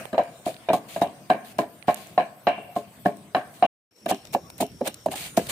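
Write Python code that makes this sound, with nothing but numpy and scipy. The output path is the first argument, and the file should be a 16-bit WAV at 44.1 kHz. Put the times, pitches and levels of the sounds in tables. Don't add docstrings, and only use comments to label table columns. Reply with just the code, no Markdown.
import sys
import numpy as np
from scipy import signal
from scipy.fft import rfft, irfft, next_fast_len
from scipy.io import wavfile
from scipy.ndimage import uniform_filter1d

SR = 44100
rng = np.random.default_rng(int(sys.argv[2]) if len(sys.argv) > 2 else 0)


def elevation(decibels):
    levels = np.asarray(decibels, float)
    return 10 ** (levels / 20)


def dump(signal):
    limited = np.clip(np.atleast_2d(signal).T, -1, 1)
    pcm = np.round(limited * 32767).astype(np.int16)
    wavfile.write(sys.argv[1], SR, pcm)


N = 242991
CUT_S, BACK_S = 3.665, 3.909


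def read(points, hz):
    f, value = np.transpose(points)
    return np.interp(np.log(hz + 1), np.log(f + 1), value)


def evened(x):
    return x / np.sqrt(np.mean(x ** 2) + 1e-20)


def add(mix, s, sound):
    part = mix[..., round(s * SR):][..., :sound.shape[-1]]
    part += sound[..., :part.shape[-1]]


def pan(db):
    return elevation([[db / 2], [-db / 2]])


def colour(x, db_at):
    size = next_fast_len(x.shape[-1])
    return irfft(rfft(x, size) * elevation(db_at(np.fft.rfftfreq(size, 1 / SR))), size)[..., :x.shape[-1]]


def band(hz, width_hz):
    size = next_fast_len(N, True)
    a, b = rng.standard_normal((2, 2, size // 2 + 1))
    response = 1 / (1 + ((np.fft.rfftfreq(size, 1 / SR) - hz) / width_hz) ** 2)
    return evened(irfft((a + 1j * b) * response, size)[:, :N])


# f/Hz, spectral density/dB
FAR_AIR = [(15, -54), (25, -28.5), (141, 6.5), (427, -9.5), (714, -1.5), (796, -12.5), (887, -9.5),
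           (1230, -16), (1840, -16.5), (2110, -16.5), (6920, -26.5), (8830, -18.5), (10700, -26.5),
           (13200, -26), (16000, -27.5)]
NEAR_AIR = [(15, -47.5), (25, 1.5), (102, 6), (384, -5), (936, -15), (4490, -19.5), (5430, -23.5),
            (6050, -19), (14800, -23), (16000, -51)]
# t/s, level/dB
AIR_SWELL = [
    [(0, -43), (.12, -55.5), (.4, -53), (.9, -53), (1.8, -56.5), (2.1, -52.5), (2.4, -57.5), (2.75, -56),
     (3.0, -54), (3.3, -57.5), (3.66, -51)],
    [(3.91, -59), (4.05, -59.5), (4.25, -56.5), (4.78, -56), (5.3, -54), (5.51, -41)],
]
FAR_RUMBLE_DB, NEAR_RUMBLE_DB = -52, -49
RUMBLE_FOLLOWS = 0.47
BASS_LATE_DB, BASS_LATE_S = -12, .17
GAP_DB, GAP_BELOW = -13, -1.45


def yard():
    frames, hz = N // 256 + 5, np.fft.rfftfreq(1024, 1 / SR)
    a, b, patches = rng.standard_normal((3, 2, frames, 513)).transpose(0, 1, 3, 2)
    holes = evened(uniform_filter1d(uniform_filter1d(patches[1], size=9, axis=0), size=9, axis=1))
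    holes = holes < GAP_BELOW
    patches = evened(uniform_filter1d(uniform_filter1d(patches[0], size=14, axis=0), size=10, axis=1))
    field, t = np.zeros((513, frames)), np.arange(frames) * 256 / SR
    far = t < CUT_S + .1
    views = (FAR_AIR, AIR_SWELL[0], FAR_RUMBLE_DB, far), (NEAR_AIR, AIR_SWELL[1], NEAR_RUMBLE_DB, ~far)
    for shape, rows, rumble_db, here in views:
        s, hiss_db = np.transpose(rows)
        traffic_db = rumble_db + RUMBLE_FOLLOWS * (hiss_db + 55)
        for part, level_db in ((hz < 1000, traffic_db), (hz >= 1000, hiss_db)):
            tone = part * elevation(read(shape, hz))
            field += np.outer(tone / np.linalg.norm(tone), here * elevation(np.interp(t, s, level_db)))
    late = (t > CUT_S) * np.clip(1 - (t - BACK_S) / BASS_LATE_S, 0, 1) ** .5
    late_db = BASS_LATE_DB * np.outer(hz < 190, late)
    field *= elevation(3.0 * patches + late_db + GAP_DB * holes * (hz > 4000)[:, None])
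    return signal.istft((a + 1j * b) * field, nperseg=1024, noverlap=768)[1][:, :N]


# t/s, length/s, level/dB
LOW_SONG = [
    (0, 0.72, -67.5),
    (5.277, 0.072, -56),
    (5.43, .04, -64),
]
MID_SONG = [(2.13, 0.24, -68), (2.36, .08, -66), (2.65, 0.12, -84), (2.82, 0.26, -69), (3.01, 0.12, -67),
            (3.15, 0.205, -66), (3.48, 0.15, -69), (3.962, .05, -69), (4.19, 0.12, -66)]
HIGH_SONG = [
    (1.765, .1, -59),
    (3.14, 0.13, -63),
    (5.273, 0.11, -52),
]
# t/s, length/s, level/dB
SWISHES = [(1.437, 0.079, -56), (1.672, 0.093, -59), (2.34, 0.081, -61.5), (2.42, 0.069, -59),
           (2.615, .07, -62), (2.69, 0.074, -59), (2.905, 0.082, -63), (2.986, 0.055, -57),
           (3.51, 0.063, -62)]
# t/s, length/s, level/dB
DRONE = [
    (3.91, 0.07, -62),
]
WHINE = [
    (4.43, 0.067, -53.5),
]
# f/Hz, width/Hz, left-right level/dB
VOICES = [
    (7030, 250, 8),
    (7850, 60, 9),
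    (9300, 220, 3),
    (13000, 800, 2),
    (494, 22, 0),
    (1126, 42, 0),
]
# f/Hz, width/Hz, level/dB, pulse rate/Hz, end t/s
TRILL = (5480, 90, -61, 46, 5.09)


def crickets():
    out, t = np.zeros((2, N)), np.arange(N) / SR
    for rows, (hz, width_hz, pan_db) in zip((LOW_SONG, MID_SONG, HIGH_SONG, SWISHES, DRONE, WHINE), VOICES):
        swell = np.zeros(N)
        for s, length, db in rows:
            add(swell, s, elevation(db) * np.sin(np.pi * np.clip(t[:SR // 2] / length, 0, 1)) ** .6)
        out += band(hz, width_hz) * swell * pan(pan_db)
    hz, width_hz, db, rate, until = TRILL
    drift = 1.5 * evened(uniform_filter1d(rng.standard_normal(N), size=1500))
    pulses = 1 + .5 * np.sin(2 * np.pi * rate * t + drift)
    wing = 1.25 * np.sin(2 * np.pi * hz * t + 2 * drift) + .3 * band(hz, width_hz)
    heard = (t > BACK_S) * np.clip((until - t) / .05, 0, 1)
    return out + wing * pulses * elevation(db) * pan(4) * heard


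# f/Hz, t60/s
PORCH = [(100, 0.48), (250, 1), (700, 0.35), (1500, 0.72), (3000, 0.035), (6000, 0.067), (12000, 0.21)]


def porch(x, early_db, late_db):
    size = SR // 2
    taps = np.zeros((2, size))
    slots = np.arange(60, size - 20, 20)
    at = slots + rng.integers(0, 20, (2, len(slots)))
    np.put_along_axis(taps, at, rng.choice([-1., 1.], at.shape), 1)
    early = taps * elevation(-60 * np.maximum(np.arange(size) / SR - .02, 0) / 0.079)
    hz, t, z = signal.stft(taps, SR, nperseg=256)
    late = signal.istft(z * elevation(-60 * t / read(PORCH, hz)[:, None]), SR, nperseg=256)[1][:, :size]
    tail = elevation(early_db) * early / np.linalg.norm(early[0])
    tail = tail + elevation(late_db) * late / np.linalg.norm(late[0])
    return signal.fftconvolve(x, tail, axes=1)[:, :N]


# f/Hz, width/Hz, level over the shudder/dB, t60 ratio to the shudder
HUM = (713, 61, -1.5, 2)


def hum():
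    hz, width_hz, over_db, longer = HUM
    level, t = np.zeros(N), np.arange(SR // 2) / SR
    for s, db, t60, _ in SHUDDERS:
        add(level, s, elevation(db + over_db - 60 * t / (longer * t60)) * (1 - np.exp(-t / 0.018)))
    return level * band(hz, width_hz) * (np.arange(N) < BACK_S * SR)


def click(noise, hz, steep):
    return evened(colour(noise, lambda f: -steep * np.log2((f + 1) / hz) ** 2))


# t/s, level/dB, f/Hz, left-right level/dB
SNAPS = [(0.0538, -20.5, 2400, -20), (0.0548, -12, 506, -12.5), (4.501, -24.5, 780, 13),
         (4.259, -37, 650, -4), (0.2359, -32, 7850, -18), (0.5425, -18, 2900, -6),
         (0.5653, -20.5, 2900, -7), (1.0734, -25.5, 3100, 8), (1.8255, -26, 2080, -22),
         (1.9437, -14.5, 9400, -23.5), (1.9589, -22.5, 3100, -11), (1.9723, -30, 3950, -18),
         (2.07, -31.5, 9100, -30), (3.1694, -26, 9300, 0), (4.1454, -18, 3200, 2), (4.2523, -19, 3100, 7),
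         (4.271, -22, 3747, 1), (4.5011, -18, 3460, -2), (4.6324, -25, 4030, 6), (4.6647, -21, 5400, -2),
         (4.7174, -31, 5360, -8), (4.8095, -25, 5400, 1), (4.8503, -45, 3730, -1), (4.8753, -5.5, 8070, -9),
         (4.9427, -12.5, 6260, -2), (5.444, -38, 7430, 7)]


def snaps():
    out, t = np.zeros((2, N)), np.arange(600) / SR
    for (s, db, hz, pan_db), noise in zip(SNAPS, rng.standard_normal((len(SNAPS), 2, 600))):
        steep = 13 if s < CUT_S and hz < 4000 else 3.5
        decay = elevation(db - 6.0 - 60 * t * 120) * (1 - np.exp(-t / 0.00182))
        add(out, s, click(noise, hz, steep) * decay * pan(pan_db))
    return out


# t/s, level/dB, f/Hz, left-right level/dB
TICKS = [(4.0593, -33, 2500, -3), (4.0902, -28, 3200, -1), (4.0962, -22.5, 5000, -3),
         (4.1135, -20, 6000, -3), (4.317, -46, 10500, -2), (4.3255, -32, 12500, 0), (4.3317, -31, 7000, -1),
         (4.3385, -24, 6500, -4), (4.3485, -28, 7000, -2), (4.3765, -44, 10500, 0),
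         (4.5801, -30.5, 10500, -9), (4.6061, -22, 9300, -9), (4.6116, -20.5, 8600, -10),
         (4.6172, -23.5, 13500, -2), (4.6328, -29, 8000, -2), (4.8615, -29, 6000, -5),
         (5.0605, -28, 12000, -7), (5.1119, -37, 4000, -2), (5.1309, -31, 8500, -3),
         (5.2661, -33, 9000, -2), (5.3698, -16, 6000, -4), (.6885, -34, 4200, 3), (1.018, -30.5, 4300, 0),
         (1.5885, -30, 4600, 4), (4.4998, -33, 9000, -2), (4.506, -40, 9000, 0), (4.875, -22, 9000, -4),
         (.7335, -30, 9000, 0), (1.9437, -28, 11000, -15), (5.18, -35, 3500, 0), (5.2135, -33, 8800, -2),
         (5.24, -35, 3000, 0), (5.4711, -32, 13500, 2), (.0538, -33, 12000, -10), (.2359, -42, 11000, -10),
         (.5422, -46, 10000, 0), (1.8255, -40, 3000, -15)]
TICK_RISE_S, TICK_T60_S = 0.00043, .012
CONTACT_DB, CONTACT_HZ = -1, 2700


def ticks():
    out, t = np.zeros((2, N)), np.arange(600) / SR
    contacts = [(s, db + knock_db + CONTACT_DB, CONTACT_HZ, 0) for s, db, _, _, knock_db in FAR_BLOWS]
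    rows = [*TICKS, *contacts]
    for (s, db, hz, pan_db), noise in zip(rows, rng.standard_normal((len(rows), 2, 600))):
        steep = 12 if s < CUT_S and hz < 6000 else 5
        decay = elevation(db - 2.0 - 60 * t / TICK_T60_S) * (1 - np.exp(-t / TICK_RISE_S))
        add(out, s, click(noise, hz, steep) * decay * pan(pan_db))
    return out


# centre t/s, level/dB, f/Hz, half length/s
POPS = [(4.114, -19, 720, .0012), (4.3503, -13, 760, .0009), (4.366, -27, 800, .0015),
        (4.6282, -12, 700, .0008), (4.612, -25, 700, .004), (4.817, -23, 620, .002),
        (5.0635, -14, 640, .001), (5.142, -29, 800, .004), (2.181, -18, 600, .001), (2.471, -17, 800, .001),
        (.1825, -16, 700, .001), (3.3495, -15, 750, .0008)]


def pops():
    out, t = np.zeros(N), np.arange(-1500, 1500) / SR
    for s, db, hz, half in POPS:
        add(out, s + t[0], elevation(db) * np.cos(2 * np.pi * hz * t) * np.exp(-.5 * (t / half) ** 2))
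    return out


# t/s, f/Hz, level/dB, t60/s
FREE_MODES = [(.688, 2404, -30.5, 0.086), (.688, 3660, -35, 0.069), (.734, 3950, -35, 0.043),
              (1.018, 3800, -33.5, 0.078), (1.301, 1574, -27.5, 0.13), (1.3, 3800, -45, 0.12),
              (1.588, 1041, -24, 0.094), (1.588, 4250, -42, .05), (1.588, 5140, -44, .04),
              (1.884, 2340, -32.5, 0.12), (2.181, 1030, -29, 0.094), (2.475, 2740, -38, .65),
              (2.47, 1040, -39, 0.48), (3.349, 2800, -38, .15), (3.626, 2856, -32, .2)]
FREE_WIDTH = .02


def free_modes():
    out, t = np.zeros((2, N)), np.arange(SR // 3) / SR
    f = np.fft.rfftfreq(len(t), 1 / SR)
    for (s, hz, db, t60), (a, b) in zip(FREE_MODES, rng.standard_normal((len(FREE_MODES), 2, 2, len(f)))):
        response = 1 / (1 + ((f - hz) / (FREE_WIDTH * hz)) ** 2)
        wood = evened(irfft((a + 1j * b) * response, len(t)))
        add(out, s, wood * elevation(db - 60 * t / t60) * (1 - np.exp(-t / .001)))
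    return out * (np.arange(N) < BACK_S * SR)


# t/s, level/dB, t60/s, brightest f/Hz
SHUDDERS = [(0, -51, 0.62, 2180), (0.132, -35.5, 0.098, 1150), (.181, -46, 0.49, 2260),
            (0.466, -56, 0.47, 2430), (0.69, -33.5, 0.064, 2360), (.963, -49, 0.25, 1290),
            (1.018, -45, 0.32, 2830), (1.301, -38.5, 0.44, 2040), (1.588, -50, 0.11, 2280),
            (1.882, -43, 0.4, 2370), (2.18, -34, 0.27, 2170), (2.468, -35, 0.49, 2400),
            (3.059, -21, 0.017, 1700), (3.35, -36.5, 0.31, 1870), (3.625, -35.5, 0.57, 2700),
            (4.112, -40.5, 0.25, 3100), (4.347, -54, 0.1, 1990), (4.626, -47.5, 0.26, 3070),
            (4.872, -49, 0.34, 3500), (5.375, -46, 0.31, 2940)]


def shudder():
    out, t = np.zeros((2, N)), np.arange(SR // 3) / SR
    bands = [elevation(db - 4 * (hz > 3300)) * band(hz, hz / 14) for hz, db, t60 in WOOD]
    for s, db, t60, free_hz in SHUDDERS:
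        at = round(s * SR)
        wood = 0
        for noise, (hz, _, _) in zip(bands, WOOD):
            wood = wood + noise[:, at:at + len(t)] * elevation(-55 * np.log2(hz / free_hz) ** 2)
        decay = elevation(db - 60 * t / max(t60, .03)) * (1 - np.exp(-t / 0.0016))
        add(out, s, evened(wood) * decay[:wood.shape[1]])
    return out * (.5 + evened(uniform_filter1d(rng.exponential(1, N) ** 2, size=90)) * 0.79)


# f/Hz, width/Hz, level over the knock/dB, t60/s
CRACK = (1903, 1103, -12.5, 0.19)
# f/Hz, width/Hz, level/dB
GRIT = [(1714, 240, -3.5), (2310, 77, -6.5), (2900, 110, -12.5), (3950, 220, -15)]
GRIT_DB, GRIT_UNEVEN_DB = 3, 9


def cracks():
    hz, width_hz, over_db, t60 = CRACK
    rows, t = [*FAR_BLOWS, *REBOUND], np.arange(SR // 6) / SR
    level = np.zeros((1 + len(GRIT), N))
    for (s, db, _, _, knock_db), luck in zip(rows, rng.random((len(rows), len(GRIT)))):
        shares_db = np.r_[-4, GRIT_DB + np.array(GRIT)[:, 2] + GRIT_UNEVEN_DB * (luck - .5)]
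        decay_db = db + knock_db + over_db - 60 * t / t60
        add(level, s, elevation(shares_db[:, None] + decay_db) * (1 - np.exp(-t / 0.00089)))
    grain = uniform_filter1d(rng.exponential(1, N) ** 3, size=60)
    bands = [band(hz, width_hz)] + [band(f, w) for f, w, _ in GRIT]
    return sum(row * b for row, b in zip(level, bands)) * evened(grain)


# t/s, peak level/dB, t60/s
SMACKS = [(0.128, -54, 0.096), (0.18, -46, 0.075), (0.7312, -30.5, 0.13), (1.013, -35.5, 0.1),
          (1.296, -42.5, 0.17), (1.583, -34.5, 0.14), (2.184, -52, 0.11), (2.48, -49, 0.11),
          (3.347, -44.5, 0.2), (4.058, -37.5, 0.021), (4.582, -46, 0.11), (5.058, -42, 0.074),
          (5.466, -40.5, 0.028)]
SMACK_RISE_S, SMACK_HOLD_S = 0.001, 0.0033
# t/s, peak level/dB, rise/s, t60/s
PRESSES = [(2.75, -43, 0.008, 0.2), (3.045, -43.5, 0.012, 0.15), (4.073, -28, 0.027, 0.014),
           (4.242, -55, 0.0042, 0.062), (4.325, -34, 0.011, 0.034), (4.599, -27.5, 0.0076, 0.062),
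           (4.833, -29, 0.041, 0.019), (5.096, -36, 0.024, 0.11)]
PRESS_HOLD_S = 0.0082
# t/s, peak level/dB, hold/s, t60/s
SCRAPES = [(0, -64, 0.041, 0.034), (0.449, -38.5, 0.015, 0.26), (0.877, -44, 0.08, 0.32),
           (1.437, -50.5, 0.076, 0.04), (1.866, -42.5, 0.024, 0.22), (1.955, -47.5, 0.054, 0.49),
           (3.53, -54.5, 0.03, 0.16), (4.13, -51, 0.021, 0.24), (5.148, -36.5, 0.11, 0.164),
           (5.363, -25, 0.0055, 0.036), (5.382, -44.5, 0.029, 0.14), (5.483, -27.5, .03, .05)]
SCRAPE_RISE_S = 0.011
SCRAPE_SMOOTH = .4
SMACK_HOLLOW_DB, PRESS_HOLLOW_DB, SCRAPE_HOLLOW_DB = -2, 0.5, -13.5
# f/Hz, spectral density/dB
CRUNCH_COLOUR = [(530, -47), (900, -11.5), (1600, -10), (2300, -2.5), (4360, -6), (5680, -15), (6410, -10),
                 (9650, -8), (11700, -14), (14900, -10), (16000, -36.5)]


def crunch():
    press, hollow, t = np.zeros(N), np.zeros(N), np.arange(SR // 3) / SR
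    strokes = [(s, db, SMACK_RISE_S, SMACK_HOLD_S, t60, SMACK_HOLLOW_DB) for s, db, t60 in SMACKS]
    strokes += [(s, db, rise, PRESS_HOLD_S, t60, PRESS_HOLLOW_DB) for s, db, rise, t60 in PRESSES]
    strokes += [(s, db, SCRAPE_RISE_S, hold, t60, SCRAPE_HOLLOW_DB) for s, db, hold, t60 in SCRAPES]
    for s, db, rise, hold, t60, hollow_db in strokes:
        decay = elevation(db - 60 * np.maximum(t - rise - hold, 0) / t60)
        shape = np.minimum(t / rise, 1) ** 2 * decay
        add(press, s, shape)
        add(hollow, s, shape * elevation(hollow_db))
    grains = elevation(4.6 * np.minimum(rng.exponential(1, N), 5)) * (rng.random(N) < 1800 / SR)
    clumps = evened(uniform_filter1d(grains, size=20) + 0.16)
    dragged = hollow < press * elevation((SCRAPE_HOLLOW_DB + SMACK_HOLLOW_DB) / 2)
    smooth = SCRAPE_SMOOTH * dragged
    clumps = (1 - smooth) * clumps + smooth
    hz, frames, z = signal.stft(clumps * rng.standard_normal((2, N)), SR, nperseg=256)
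    pockets = rng.standard_normal(z.shape[1:])
    pockets = uniform_filter1d(uniform_filter1d(pockets, size=7, axis=0), size=12, axis=1)
    z = z * elevation(read(CRUNCH_COLOUR, hz)[:, None] + 1.3 * evened(pockets))
    crackle = evened(signal.istft(z, SR, nperseg=256)[1][:, :N])
    return press * crackle + hollow * band(660, 200)


def ring(t, hz, db, t60, turn, sag, soft):
    fall_db = 60 * ((1 - sag) * t / t60 + sag * (t / t60) ** 2)
    return elevation(db - fall_db) * np.sin(2 * np.pi * (hz * t + turn)) * (1 - np.exp(-t * hz / soft)) ** 1.45


# t/s, level/dB, hollow f/Hz, thud into the floor level/dB, knock of the wood level/dB
FAR_BLOWS = [(0.131, -25, 620, -5.5, -13.5), (0.145, -21, 623, -18, -19), (0.181, -7.5, 661, -45, -20),
             (0.194, -9.5, 678, -22.5, -32), (0.466, -19.5, 693, -7, -27), (0.477, -21.5, 642, -46, -21),
             (0.688, -14, 655, -21, -20), (0.702, -10.5, 652, -14, -21), (0.963, -20.5, 669, -15, -18),
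             (1.018, -7.5, 683, -11, -30), (1.024, -12.5, 705, -23, -28), (1.302, -7, 726, -15, -15),
             (1.589, -12, 679, -10.5, -15), (1.883, -8.5, 730, -11.5, -19.5), (1.89, -9, 716, -28, -20),
             (2.179, -7, 714, -26, -18), (2.471, -8, 688, -14, -12.5), (2.764, -17.5, 689, -12.5, -22.5),
             (3.054, -24.5, 634, -19.5, -15.5), (3.059, -11, 705.6, -9.5, -20.5),
             (3.349, -10, 718, -16.5, -11), (3.626, -7.5, 720, -20, -19), (3.64, -11, 706, -17.5, -24.5)]
REBOUND = [
    (.7342, -8.5, 725, -15, -25),
]
NEAR_BLOWS = [(4.063, -12, 657, -11, -14), (4.112, -2.5, 723, -17.5, -25), (4.121, -12.5, 641, -5.5, -12),
              (4.349, -6, 750, -11.5, -18.5), (4.364, -9.5, 570, -29.5, -42),
              (4.606, -10.5, 700, -3.5, -29), (4.627, -7, 680, -12, -34), (4.811, -10, 480, -24, -40),
              (4.814, -5, 584, -15.5, -30), (4.872, -20, 540, -5.5, -7), (5.062, -4, 630, -18, -37),
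              (5.085, -20, 600, -5.5, -17), (5.14, -20, 792, -14, -14), (5.376, -1.5, 669, -7.5, -19.5),
              (5.395, -13, 483, -42, -22), (5.497, -45.5, 687, -4, 15)]
ROCKS = [(.012, -35, 645, -15, -22.5), (.075, -44, 597, -28, -24.5), (.213, -25, 618, -19, -16),
         (.397, -45, 616, -15, -23), (.741, -16, 718, -15, -34), (.785, -44, 763, -2, -32.5),
         (1.066, -34, 733, -6.5, -20), (1.346, -24, 668, -10, -24), (1.633, -27, 690, -15.5, -31.5),
         (2.2, -15, 722, -20, -16.5), (2.222, -26.5, 685, -14.5, -18.5), (2.484, -14, 705, -25.5, -18.5),
         (2.498, -18.5, 710, -19.5, -22), (2.53, -34, 717, -21, -16.5), (2.58, -31, 715, -8.5, -16),
         (3.085, -26, 712, -6, -27), (3.105, -40, 670, -5.5, -31), (3.368, -17.5, 730, -12.5, -21),
         (3.41, -35, 707, -14, -15.5)]
# ratio to its f, level/dB
WALLS = [(0.742, -9), (0.882, -1.5), (1.078, -5), (1.2, -13.5), (1.46, -8.5)]
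# f/Hz, level/dB, t60/s
THUD = [(149, 2, 0.11), (214.1, 12, 0.091), (254.2, 7.5, 0.12), (297.4, 6.5, 0.11), (408.4, -1, 0.21)]
WOOD = [(1184, 4.5, 0.17), (1610, 4.5, 0.15), (1724, 0, 0.24), (2080, -14.5, 0.15), (2360, -4, 0.18),
        (2800, -3.5, 0.23), (3046, -7, 0.29), (3950, -3, 0.15), (5080, -15, 0.15)]


def blows(rows, t60, wall_db, thud_db, wood_db, damp, sag, soft):
    out, t = np.zeros((2, 2, N)), np.arange(SR // 9) / SR
    lucks = rng.random((len(rows), 4, 20))
    for j, ((s, db, hz, low_db, knock_db), luck) in enumerate(zip(rows, lucks)):
        modes = [(hz, 0, t60)] + [(hz * ratio, d + wall_db, t60 * 1.326) for ratio, d in WALLS]
        modes += [(f, d + low_db + thud_db, damp * w) for f, d, w in THUD]
        modes += [(f, d + knock_db + wood_db, damp * w / 4) for f, d, w in WOOD]
        next_s = min([r[0] for r in rows if r[0] > s] + [9]) - s
        choke = elevation(-9 * np.clip((t - next_s + 0.0021) / 0.0017, 0, 1))
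        for k, (f, d, w) in enumerate(modes):
            spread = .12 if f < 1200 else .04
            detune = 1 + spread * (luck[0, k] - .5) * (k > 0)
            uneven_db = 4.7 * (luck[1, k] - .5) * (k > 0)
            apart = np.array([[.15], [.15 + .85 * (f > 900) + .2 * (f < 450)]])
            turns = apart * luck[2:, k, None]
            mode = ring(t, f * detune, db + d + uneven_db, w, turns, sag * (k == 0), soft)
            add(out[j % 2], s - 0.0015, mode * choke)
    return out


# f/Hz, coherence
LIKENESS = [(60, 0.81), (150, 0.99), (300, .8), (600, 0.95), (950, 0.47), (2380, 0.0099), (5980, 0.018),
            (15000, 0.01)]


def ports(a, b):
    size = next_fast_len(a.shape[-1])
    same = read(LIKENESS, np.fft.rfftfreq(size, 1 / SR))
    za, zb = rfft(a, size), rfft(b, size)
    return irfft(np.array([za, same * za + np.sqrt(1 - same ** 2) * zb]), size)[:, :a.shape[-1]]


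def scene():
    is_far = np.arange(N) < BACK_S * SR
    far = blows([*FAR_BLOWS, *REBOUND, *ROCKS], t60=0.05, wall_db=-1.0, thud_db=-2.0, wood_db=-0.5,
                damp=0.68, sag=2 / 3, soft=0.93)
    near = blows(NEAR_BLOWS, t60=0.022, wall_db=-4, thud_db=-6.0, wood_db=-4.5,
                 damp=0.58, sag=0.64, soft=1.88)
    bowl = sum(x + porch(x, early_db=-13.0, late_db=-19.5) for x in far) * is_far
    bowl = bowl + sum(x + porch(x, early_db=-12.5, late_db=-28.0) for x in near)
    no_shudder = abs(np.arange(N) / SR - BACK_S - .05) <= .05
    paste = crunch() + hum() + cracks() + shudder() * ~no_shudder
    paste = paste + porch(paste, early_db=-12.5, late_db=-36.5)
    side = elevation(np.outer([.5, -.5], np.where(is_far, 1.3, -.3)))
    around = side * ports(*(bowl + pops() + paste + yard()))
    return around + snaps() + crickets() + ticks() + free_modes()


def band_limit(x):
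    return signal.sosfilt(signal.butter(12, 16510, fs=SR, output="sos"), x)


# f/Hz, left-right level/dB
PORTS = [(300, 0.5), (700, 1), (1200, -1), (2400, 0), (4400, 3.5), (6500, 4.5), (8800, -9), (10500, -1.5),
         (14000, 6)]


def record(dry):
    left = colour(dry[0], lambda hz: read(PORTS, hz) / 2)
    right = colour(dry[1], lambda hz: -read(PORTS, hz) / 2)
    x = .66 * np.tanh(np.array([left, right]) / .66)
    x = colour(x, lambda hz: -10 * np.log10((1 + (84 / (hz + 1)) ** 5) * (1 + (hz / 15400) ** 120)))
    t = np.arange(N) / SR
    fade_db = np.interp(t - BACK_S, [0, .045, .055, .1], [-12, -9, -2, 0])
    before = np.clip((CUT_S - t) / 0.0019, 0, 1)
    after = np.clip((t - BACK_S) / 0.002, 0, 1) * elevation(fade_db)
    x = x * (before + after)
    return band_limit(x)


dry = scene()
out = record(dry)
dump(out)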